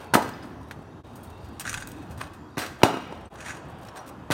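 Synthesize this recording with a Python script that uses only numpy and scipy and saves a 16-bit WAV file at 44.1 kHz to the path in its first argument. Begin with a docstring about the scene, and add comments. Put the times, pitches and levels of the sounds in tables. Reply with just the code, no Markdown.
"""A hard clack: a stunt scooter lands the first of three flat-ground tricks on an asphalt schoolyard.
Each landing slams wheels and deck into the ground; the metal frame chatters, the walls echo.
Between landings the wheels whirr and roll over grit, shoes scrape, loose parts rattle and clink.
Distant town noise and light wind lie underneath. The overall level dips briefly twice."""
import sys
import numpy as np
from scipy import signal
from scipy.fft import rfft, irfft, next_fast_len
from scipy.io import wavfile
from scipy.ndimage import uniform_filter1d

SR = 44100
rng = np.random.default_rng(int(sys.argv[2]) if len(sys.argv) > 2 else 0)


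def generate_wav(sig):
    """Save sig (samples, or channels by samples) to the path in sys.argv[1] as 16-bit PCM at SR."""
    pcm = np.round(np.clip(np.atleast_2d(sig).T, -1, 1) * 32767).astype(np.int16)
    wavfile.write(sys.argv[1], SR, pcm)


N = 191142
T = np.arange(N) / SR

# distant town (frequency [Hz], gain [dB])
TOWN_COLOUR = [(15, -28), (25, -18), (49, -5), (92, 0), (263, -5.5), (326, -5), (427, -14), (575, -23.5),
               (818, -22), (988, -14.5), (1480, -20), (1790, -25.5), (2550, -49), (5430, -38.5),
               (16000, -54.5)]
# distant tyre noise (time [s], level [dB])
TRAFFIC_LEVEL = [(0, -54.5), (2.6, -56), (3.4, -49), (4.33, -48)]
# wind on the microphone (time [s], level [dB])
WIND_LEVEL = [(0, -45), (1.2, -47), (1.85, -46), (2.6, -52), (4.33, -60.5)]
# wind spectrum (frequency [Hz], gain [dB])
WIND_COLOUR = [(20, -21), (45, -18), (85, 5.5), (130, -7), (250, -7.5), (1000, -24.5), (16000, -99)]
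# passing rider's draught (frequency [Hz], gain [dB])
DRAUGHT_COLOUR = [(20, -2), (45, -4), (100, -11), (250, -32), (1000, -62), (16000, -100)]

# yard echo decay (frequency [Hz], t60 [s])
YARD_DECAY = [(100, 1.45), (300, 0.404), (900, 0.2935), (2000, 1.11), (5000, 0.76), (10000, 0.36),
              (16000, 0.8)]
# yard echo spectrum (frequency [Hz], gain [dB])
YARD_COLOUR = [(60, -27), (200, -3), (350, 2), (550, 5), (850, 7), (1400, -3.5), (2300, -9), (8000, -4),
               (16000, -11)]
# distinct wall echoes (delay [s], gain [dB])
WALL_ECHOES = [(.107, -21.5), (.137, -24.5), (0.291, -27)]
# wall reflection (frequency [Hz], gain [dB])
WALL_COLOUR = [(100, -9.5), (400, 2), (1200, -3.5), (3500, -6.5), (8000, -6), (16000, -15)]

# metal frame, broad spectrum (frequency [Hz], gain [dB])
FRAME_COLOUR = [(100, -71), (450, -4.5), (900, -4.5), (1600, 1), (2900, -6), (5500, -10.5), (9500, -14.5),
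                (16000, -19)]
# frame resonances (frequency [Hz], width [Hz], lift [dB])
FRAME_MODES = [(1140, 65, 4.4), (1527, 290, 3.1), (2538, 39, 7.9), (2850, 87, 4.5), (3140, 57, 2.3),
               (3730, 820, 3.2), (4190, 300, 2.4), (4825, 70, 5.4), (5730, 270, 5), (5940, 38, 7.1),
               (6690, 110, 8.2), (7070, 70, 5.8), (7200, 22, 2.6), (7900, 72, 9.1), (8340, 190, 7.4),
               (8913, 84, 16.2), (9450, 210, 6.7), (9580, 66, 5.9), (10800, 84, 5.1), (11100, 150, 2.5),
               (12030, 850, 4.5), (13600, 200, 3.8), (13900, 130, 4.4), (14000, 140, 7.7),
               (15400, 140, 3.71)]
# wheel and bearing resonances (frequency [Hz], width [Hz], gain [dB])
WHIRR_MODES = [(2630, 120, 7), (2790, 30, -4), (3320, 12, -1), (3730, 250, 6.5), (4330, 160, 4.5),
               (4730, 170, 3.5)]
# spinning wheels (time [s], level [dB])
WHIRR_LEVEL = [(0, -60), (.7, -74), (1.45, -62.5), (2.0, -65), (2.5, -69.5), (3.2, -62), (4.33, -73)]
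# roar of wheels and tyres (frequency [Hz], gain [dB])
ROAR_COLOUR = [(100, -23.5), (300, 1), (800, 7), (1400, -4), (2100, -12.5), (3300, -14.5), (5000, -40),
               (16000, -76)]
# stretches of rolling (start [s], end [s], roar [dB], grit gain [dB], trend [dB/s])
RIDES = [(0, -0.008, -42, -42.5, -4), (0.136, 1.03, -46, -58.5, -13), (1.03, 2.236, -53, -59.5, 3),
         (2.816, 3.3, -40.5, -52.5, -18), (3.316, 3.996, -51.5, -65, 7.5)]

# scrapes in the crouch before a jump (start [s], peak [s], end [s], peak level [dB], tilt [dB/octave])
SCRAPES = [(1.61, 1.695, 1.84, -38.5, 1), (3.355, 3.508, 3.593, -38.5, -0.8)]
# shoes on grip tape (start [s], peak [s], end [s], peak level [dB], tilt [dB/octave])
BRUSHES = [(2.19, 2.228, 2.284, -38.5, -3.5), (3.95, 3.974, 3.995, -39.5, -1.5),
           (4.06, 4.092, 4.104, -42.5, 3)]
# grit crunches within the scrapes (time [s], level [dB], tilt [dB/octave])
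CRUNCHES = [(1.652, -30, -1.5), (1.676, -24, -3), (1.6943, -27.5, 2.5), (1.729, -32.5, 2.5),
            (1.741, -24.5, 1), (1.7745, -30, -0.5), (1.802, -36.5, 3), (1.823, -34.5, 0.5),
            (3.405, -38, 0.5), (3.4615, -28.5, -2), (3.483, -34, -1), (3.505, -30, -1.7),
            (3.569, -42.5, 2.5)]
# slipping grit (frequency [Hz], gain [dB])
RUB_COLOUR = [(100, -24), (500, -21), (1000, -4), (1600, 4.5), (2300, -3), (3300, -10), (5200, -13.5),
              (6800, -6.5), (8000, -16), (9700, -15.5), (11500, -24.5), (16000, -31)]
# loose metal parts (time [s], level [dB], pitch [Hz])
CLINKS = [(.337, -43.5, 5000), (.4257, -46, 5020), (2.227, -46, 8700), (3.256, -51.5, 8300),
          (3.885, -46.5, 5450), (3.969, -43.5, 8430), (3.992, -43, 5760)]
# jolts to fork, clamp and brake; the faint one at 0.29 s is the first landing's rattle returning off a wall
# (time [s], level [dB], t60 [s], tilt [dB/octave])
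RATTLES = [(.1368, -17.5, 0.16, -4), (.1400, -18, 0.091, 2.5), (.152, -11.5, 0.025, -8.5),
           (.222, -34, 0.065, -1), (.290, -37.5, 0.028, 1), (.7100, -34, 0.061, -2.5),
           (1.155, -48.5, 0.12, 7), (1.232, -49.5, .15, 7.5), (1.5966, -30, 0.044, 4),
           (1.606, -32, 0.072, 3), (1.8728, -32.5, 0.016, 6), (1.885, -45.5, .09, 9),
           (1.9165, -40, 0.017, 4), (2.108, -48, .12, 2.5), (2.333, -51, .12, 1), (2.5702, -33, 0.1, -5),
           (2.579, -25.5, 0.061, -1.5), (2.590, -29.5, 0.2, 0.5), (2.616, -31, 0.32, -2.5),
           (2.663, -35, .05, -0.5), (2.833, -6, 0.024, -2.5), (2.8408, -24, 0.21, -2.5),
           (3.85, -47, 0.027, 2), (3.885, -42, 0.047, -2), (4.3035, -32.5, .04, -1), (4.31, -20, 0.072, -3),
           (4.319, -19.5, 0.061, -1)]

# deck and wheel modes under load (frequency [Hz], gain [dB], t60 [s])
DECK_MODES = [(123, -15, 0.13), (272, -31, 0.028), (384, 13, 0.011), (737, 3, 0.039), (936, 19.5, 0.01),
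              (1254, 14.5, 0.019), (1695, -24, 0.024), (2305, 3.5, 0.056), (3034, 6.5, .022),
              (3870, -30, .014)]
# ground blows, a few per landing; long contact = dull (time [s], peak [dB], contact [s])
BLOWS = [(.1369, -11.5, 0.0003), (.1393, -11.5, 0.000052), (.1447, -11, 0.000017), (.1513, -8.5, 0.00034),
         (.1530, -1, 0.00015), (.1560, -9.5, 0.00039), (2.5730, -20, .00057), (2.5809, -16, 0.00024),
         (2.8187, -21, 0.00002), (2.8330, -1, 0.000038), (2.8348, 0.5, 0.00023), (2.835, -3.5, 0.0001),
         (4.3035, -12, 0.00027), (4.3095, -19, 0.0011)]

# brief dips in overall level (time [s], fall [s], rise [s])
LEVEL_DIPS = [(1.032, 0.037, 0.015), (3.297, 0.036, 0.034)]


def amp(db):
    """Decibels to gain."""
    return 10 ** (np.asarray(db) / 20)


def unit_rms(x):
    """Scale to rms 1."""
    return x / np.sqrt(np.mean(x ** 2) + 1e-20)


def at_hz(points, hz):
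    """Interpolate on a log-frequency axis."""
    points_hz, values = np.transpose(points)
    return np.interp(np.log(hz + 1), np.log(points_hz + 1), values)


def envelope(curve):
    """Gain per sample from (time [s], level [dB])."""
    return amp(np.interp(T, *np.transpose(curve)))


def add(mix, at_s, sound):
    """Mix a sound in at at_s."""
    part = mix[max(round(at_s * SR), 0):][:len(sound)]
    part += sound[:len(part)]


def coloured(x, colour):
    """Filter by (frequency [Hz], gain [dB])."""
    size = next_fast_len(len(x))
    gain = amp(at_hz(colour, np.fft.rfftfreq(size, 1 / SR)))
    return irfft(rfft(x, size) * gain, size)[:len(x)]


def drift(points):
    """Random curve through evenly spaced points of unit spread."""
    return np.interp(T, np.linspace(0, T[-1], points), rng.standard_normal(points))


def wash(colour, patchy_db, size=1024):
    """Coloured noise, rms 1, drifting in patches of time and frequency."""
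    hz = np.fft.rfftfreq(size, 1 / SR)
    real, imag, patches = rng.standard_normal((3, 4 * N // size + 5, len(hz)))
    patches = uniform_filter1d(patches, size=12, axis=0)
    patches = unit_rms(uniform_filter1d(patches, size=10, axis=1))
    spectra = (real + 1j * imag) * amp(at_hz(colour, hz) + patchy_db * patches)
    return unit_rms(signal.istft(spectra.T, nperseg=size, noverlap=size * 3 // 4)[1][:N])


def contacts(length, per_s, spread_db):
    """Random train of tiny, uneven knocks, rms 1."""
    strength = amp(spread_db * np.minimum(rng.exponential(1, length), 3))
    return unit_rms(strength * rng.choice([-1., 1.], length) * (rng.random(length) < per_s / SR))


def outdoors(town_db=-45, draught_db=-38, draught_peak_s=1.776, draught_width_s=0.12):
    """Distant town and traffic; wind and the rider's draught buffet the microphone."""
    town = amp(town_db) * wash(TOWN_COLOUR, patchy_db=3.5, size=2048)
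    traffic = envelope(TRAFFIC_LEVEL) * wash(ROAR_COLOUR, patchy_db=2.0)
    gust = amp(draught_db) * np.exp(-((T - draught_peak_s) / draught_width_s) ** 2)
    draught = gust * unit_rms(coloured(rng.standard_normal(N), DRAUGHT_COLOUR))
    wind = envelope(WIND_LEVEL) * wash(WIND_COLOUR, patchy_db=3.5, size=2048)
    return town + traffic + draught + wind


def yard_echo(x, delay_s=0.0065, build_s=0.002):
    """Scatter from fences and walls; each band decays at its own rate."""
    hz, t, spectra = signal.stft(contacts(SR, per_s=3500, spread_db=1.5), SR)
    decay = amp(-60 * t / at_hz(YARD_DECAY, hz)[:, None])
    tail = signal.istft(spectra * decay, SR)[1][:SR]
    tail *= np.clip((np.arange(SR) / SR - delay_s) / build_s, 0, 1)
    return signal.fftconvolve(x, coloured(tail / np.linalg.norm(tail), YARD_COLOUR))[:N]


def wall_echoes(x):
    """One dull, late copy per wall."""
    out, dull = np.zeros(N), coloured(x, WALL_COLOUR)
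    for delay_s, db in WALL_ECHOES:
        add(out, delay_s, amp(db) * dull)
    return out


def frame_ring(colour, tilt_db_per_oct, size=4096):
    """Frame response to one tiny contact, unit energy; a given tilt makes it brighter or duller above 400 Hz."""
    hz = np.fft.rfftfreq(size, 1 / SR)
    db = at_hz(colour, hz) + tilt_db_per_oct * np.log2(np.maximum(hz, 400) / SR)
    db += sum(lift_db / (1 + (2 * (hz - mode_hz) / width_hz) ** 2)
              for mode_hz, width_hz, lift_db in FRAME_MODES)
    log_gain = np.log(amp(np.r_[db, db[-2:0:-1]]))
    minimum_phase = np.exp(np.conj(signal.hilbert(log_gain)))
    ring = np.fft.ifft(minimum_phase).real[:size // 2]
    return ring / np.linalg.norm(ring)


def whirr(waver_db=4):
    """Spinning wheels excite narrow resonances that wander in pitch and level."""
    out = np.zeros(N)
    for hz, width_hz, db in WHIRR_MODES:
        lowpass = signal.butter(2, width_hz / 2, fs=SR, output="sos")
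        flutter = unit_rms(signal.sosfilt(lowpass, rng.standard_normal(N)))
        cycles = np.cumsum(hz * (1 + .015 * drift(points=16))) / SR
        out += flutter * np.sin(2 * np.pi * cycles) * amp(db + waver_db * drift(points=40))
    return envelope(WHIRR_LEVEL) * unit_rms(out)


def ride_gain(fall_db_per_s, gritty, fade_in_s=0.033):
    """Grit or roar gain per stretch: fades in, follows the trend, dies away after the end."""
    gain = np.zeros(N)
    for start_s, end_s, roar_db, grit_db, trend_db_per_s in RIDES:
        elapsed_s, after_s = np.clip(T, start_s, end_s) - start_s, np.maximum(T - end_s, 0)
        db = (grit_db if gritty else roar_db) + trend_db_per_s * elapsed_s - fall_db_per_s * after_s
        onset = np.clip((T - start_s) / fade_in_s + 1, 0, 1)
        gain = np.maximum(gain, onset * amp(db))
    return gain


def stones(gain_db=-6.5, t60_s=0.049, per_s=40):
    """Larger stones jolt a wheel; the frame buzzes briefly."""
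    t = np.arange(SR // 8) / SR
    jolts = abs(contacts(N, per_s, spread_db=2.5))
    shake = signal.oaconvolve(jolts, amp(-60 * t / t60_s))[:N]
    buzz = unit_rms(shake * contacts(N, per_s=6000, spread_db=1.5))
    return amp(gain_db) * signal.oaconvolve(buzz, frame_ring(FRAME_COLOUR, tilt_db_per_oct=2.5))[:N]


def rolling(grit_gain_db=-7.0, clump_db=2.5):
    """Patchy grit and stones tick through the wheels into the frame, over whirr and low roar."""
    ground = ride_gain(fall_db_per_s=178, gritty=True)
    patches = amp(grit_gain_db + clump_db * drift(points=200))
    ticks = ground * patches * contacts(N, per_s=1200, spread_db=-2)
    grit = signal.oaconvolve(ticks, frame_ring(FRAME_COLOUR, tilt_db_per_oct=-1.0))[:N]
    roar_gain = ride_gain(fall_db_per_s=66, gritty=False)
    return grit + ground * stones() + whirr() + roar_gain * wash(ROAR_COLOUR, patchy_db=2.0)


def clinks(t60_s=0.043, pitch_ratio=0.73, attack_s=0.00028):
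    """Small loose parts ring with two tones each."""
    out, t = np.zeros(N), np.arange(SR // 8) / SR
    fade = np.minimum(t / attack_s, 1) * amp(-60 * t / t60_s)
    for at_s, db, hz in CLINKS:
        phase = 2 * np.pi * hz * t
        add(out, at_s, amp(db) * fade * (np.sin(phase) + .5 * np.sin(pitch_ratio * phase)))
    return out


def rasp(strokes, colour, lumpy_db=4.5, start_db=-14, end_db=-17):
    """Dense, uneven slips; each stroke swells to a peak and eases off."""
    out = np.zeros(N)
    slips = amp(lumpy_db * drift(points=500)) * contacts(N, per_s=2200, spread_db=3.0)
    for start_s, peak_s, end_s, db, tilt_db_per_oct in strokes:
        swell_db = np.interp(T, [start_s, peak_s, end_s], [start_db, 0, end_db])
        pressure = amp(db + swell_db) * (T > start_s) * (T < end_s)
        out += signal.oaconvolve(pressure * slips, frame_ring(colour, tilt_db_per_oct))[:N]
    return out


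def chatter(jolts, colour, per_s, spread_db, uneven_db, full_scale_attack_s=0.00011, doubling_db=13.5):
    """Each jolt starts a dying flurry of contacts; each lands elsewhere, favouring other overtones."""
    out, t = np.zeros(N), np.arange(SR // 5) / SR
    hz = np.linspace(1000, 16000, 70)
    for at_s, db, t60_s, tilt_db_per_oct in jolts:
        attack_s = full_scale_attack_s * 2 ** (-db / doubling_db)  # weaker jolts swell more slowly
        shake = np.minimum(t / attack_s, 1) * amp(-60 * np.maximum(t - attack_s, 0) / t60_s)
        overtones = np.c_[hz, uneven_db * rng.uniform(-1.7, 1.7, len(hz))]
        flurry = shake * unit_rms(coloured(contacts(len(t), per_s, spread_db), overtones))
        add(out, at_s, amp(db) * signal.fftconvolve(flurry, frame_ring(colour, tilt_db_per_oct)))
    return out


def rubbing(crunch_t60_s=0.044):
    """Grit slips and crunches under shoe and brake; shoes brush the deck."""
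    jolts = [(at_s, db, crunch_t60_s, tilt_db_per_oct) for at_s, db, tilt_db_per_oct in CRUNCHES]
    crunches = chatter(jolts, RUB_COLOUR, per_s=5000, spread_db=2.5, uneven_db=4.5)
    return crunches + rasp(SCRAPES, RUB_COLOUR) + rasp(BRUSHES, FRAME_COLOUR)


def landings(low_cut_hz=115):
    """Short ground pushes ring deck and wheels; blows are dealt in turn to three lanes."""
    lanes, t = np.zeros((3, N)), np.arange(SR // 10) / SR
    ring = sum(amp(db - 60 * t / t60_s) * np.sin(2 * np.pi * hz * t) for hz, db, t60_s in DECK_MODES)
    # a small body radiates little bass
    ring = signal.sosfilt(signal.butter(3, low_cut_hz, "high", fs=SR, output="sos"), ring)
    for k, (at_s, peak_db, contact_s) in enumerate(BLOWS):
        push = t * np.exp(-t / contact_s)
        clack = signal.fftconvolve(push, ring)[:len(t)]
        add(lanes[k % len(lanes)], at_s, amp(peak_db) * clack / abs(clack).max())
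    return lanes


def scene(blow_echo_db=-5.0, metal_echo_db=-7.5):
    """Scooter, echoes and open air, mono."""
    lanes = landings()
    rattles = chatter(RATTLES, FRAME_COLOUR, per_s=12000, spread_db=1.5, uneven_db=1.5)
    metal = rattles + rubbing() + clinks()
    direct = lanes.sum(axis=0) + metal
    # blows rotate over three separate echo tails, so the yard's echo stays smooth
    echo = amp(blow_echo_db) * sum(yard_echo(lane) for lane in lanes)
    echo += amp(metal_echo_db) * yard_echo(metal)
    return (direct + echo + wall_echoes(direct) + rolling() + outdoors())[None]


def record(dry, dip_db=-27, low_cut_hz=58, high_cut_hz=16200):
    """Two brief level dips, microphone overload on the hardest landing, band limits."""
    for at_s, fall_s, rise_s in LEVEL_DIPS:
        fade = np.clip(np.maximum((at_s - T) / fall_s, (T - at_s) / rise_s), 0, 1)
        dry = dry * np.maximum(fade ** 1.15, amp(dip_db))
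    clipped = np.clip(dry, -.95, .95)
    highpass = signal.butter(2, low_cut_hz, "high", fs=SR, output="sos")
    lowpass = signal.firwin(255, high_cut_hz, window=("kaiser", 8), fs=SR)
    return signal.oaconvolve(signal.sosfilt(highpass, clipped), lowpass[None], "same")


dry = scene()
out = record(dry)
generate_wav(out)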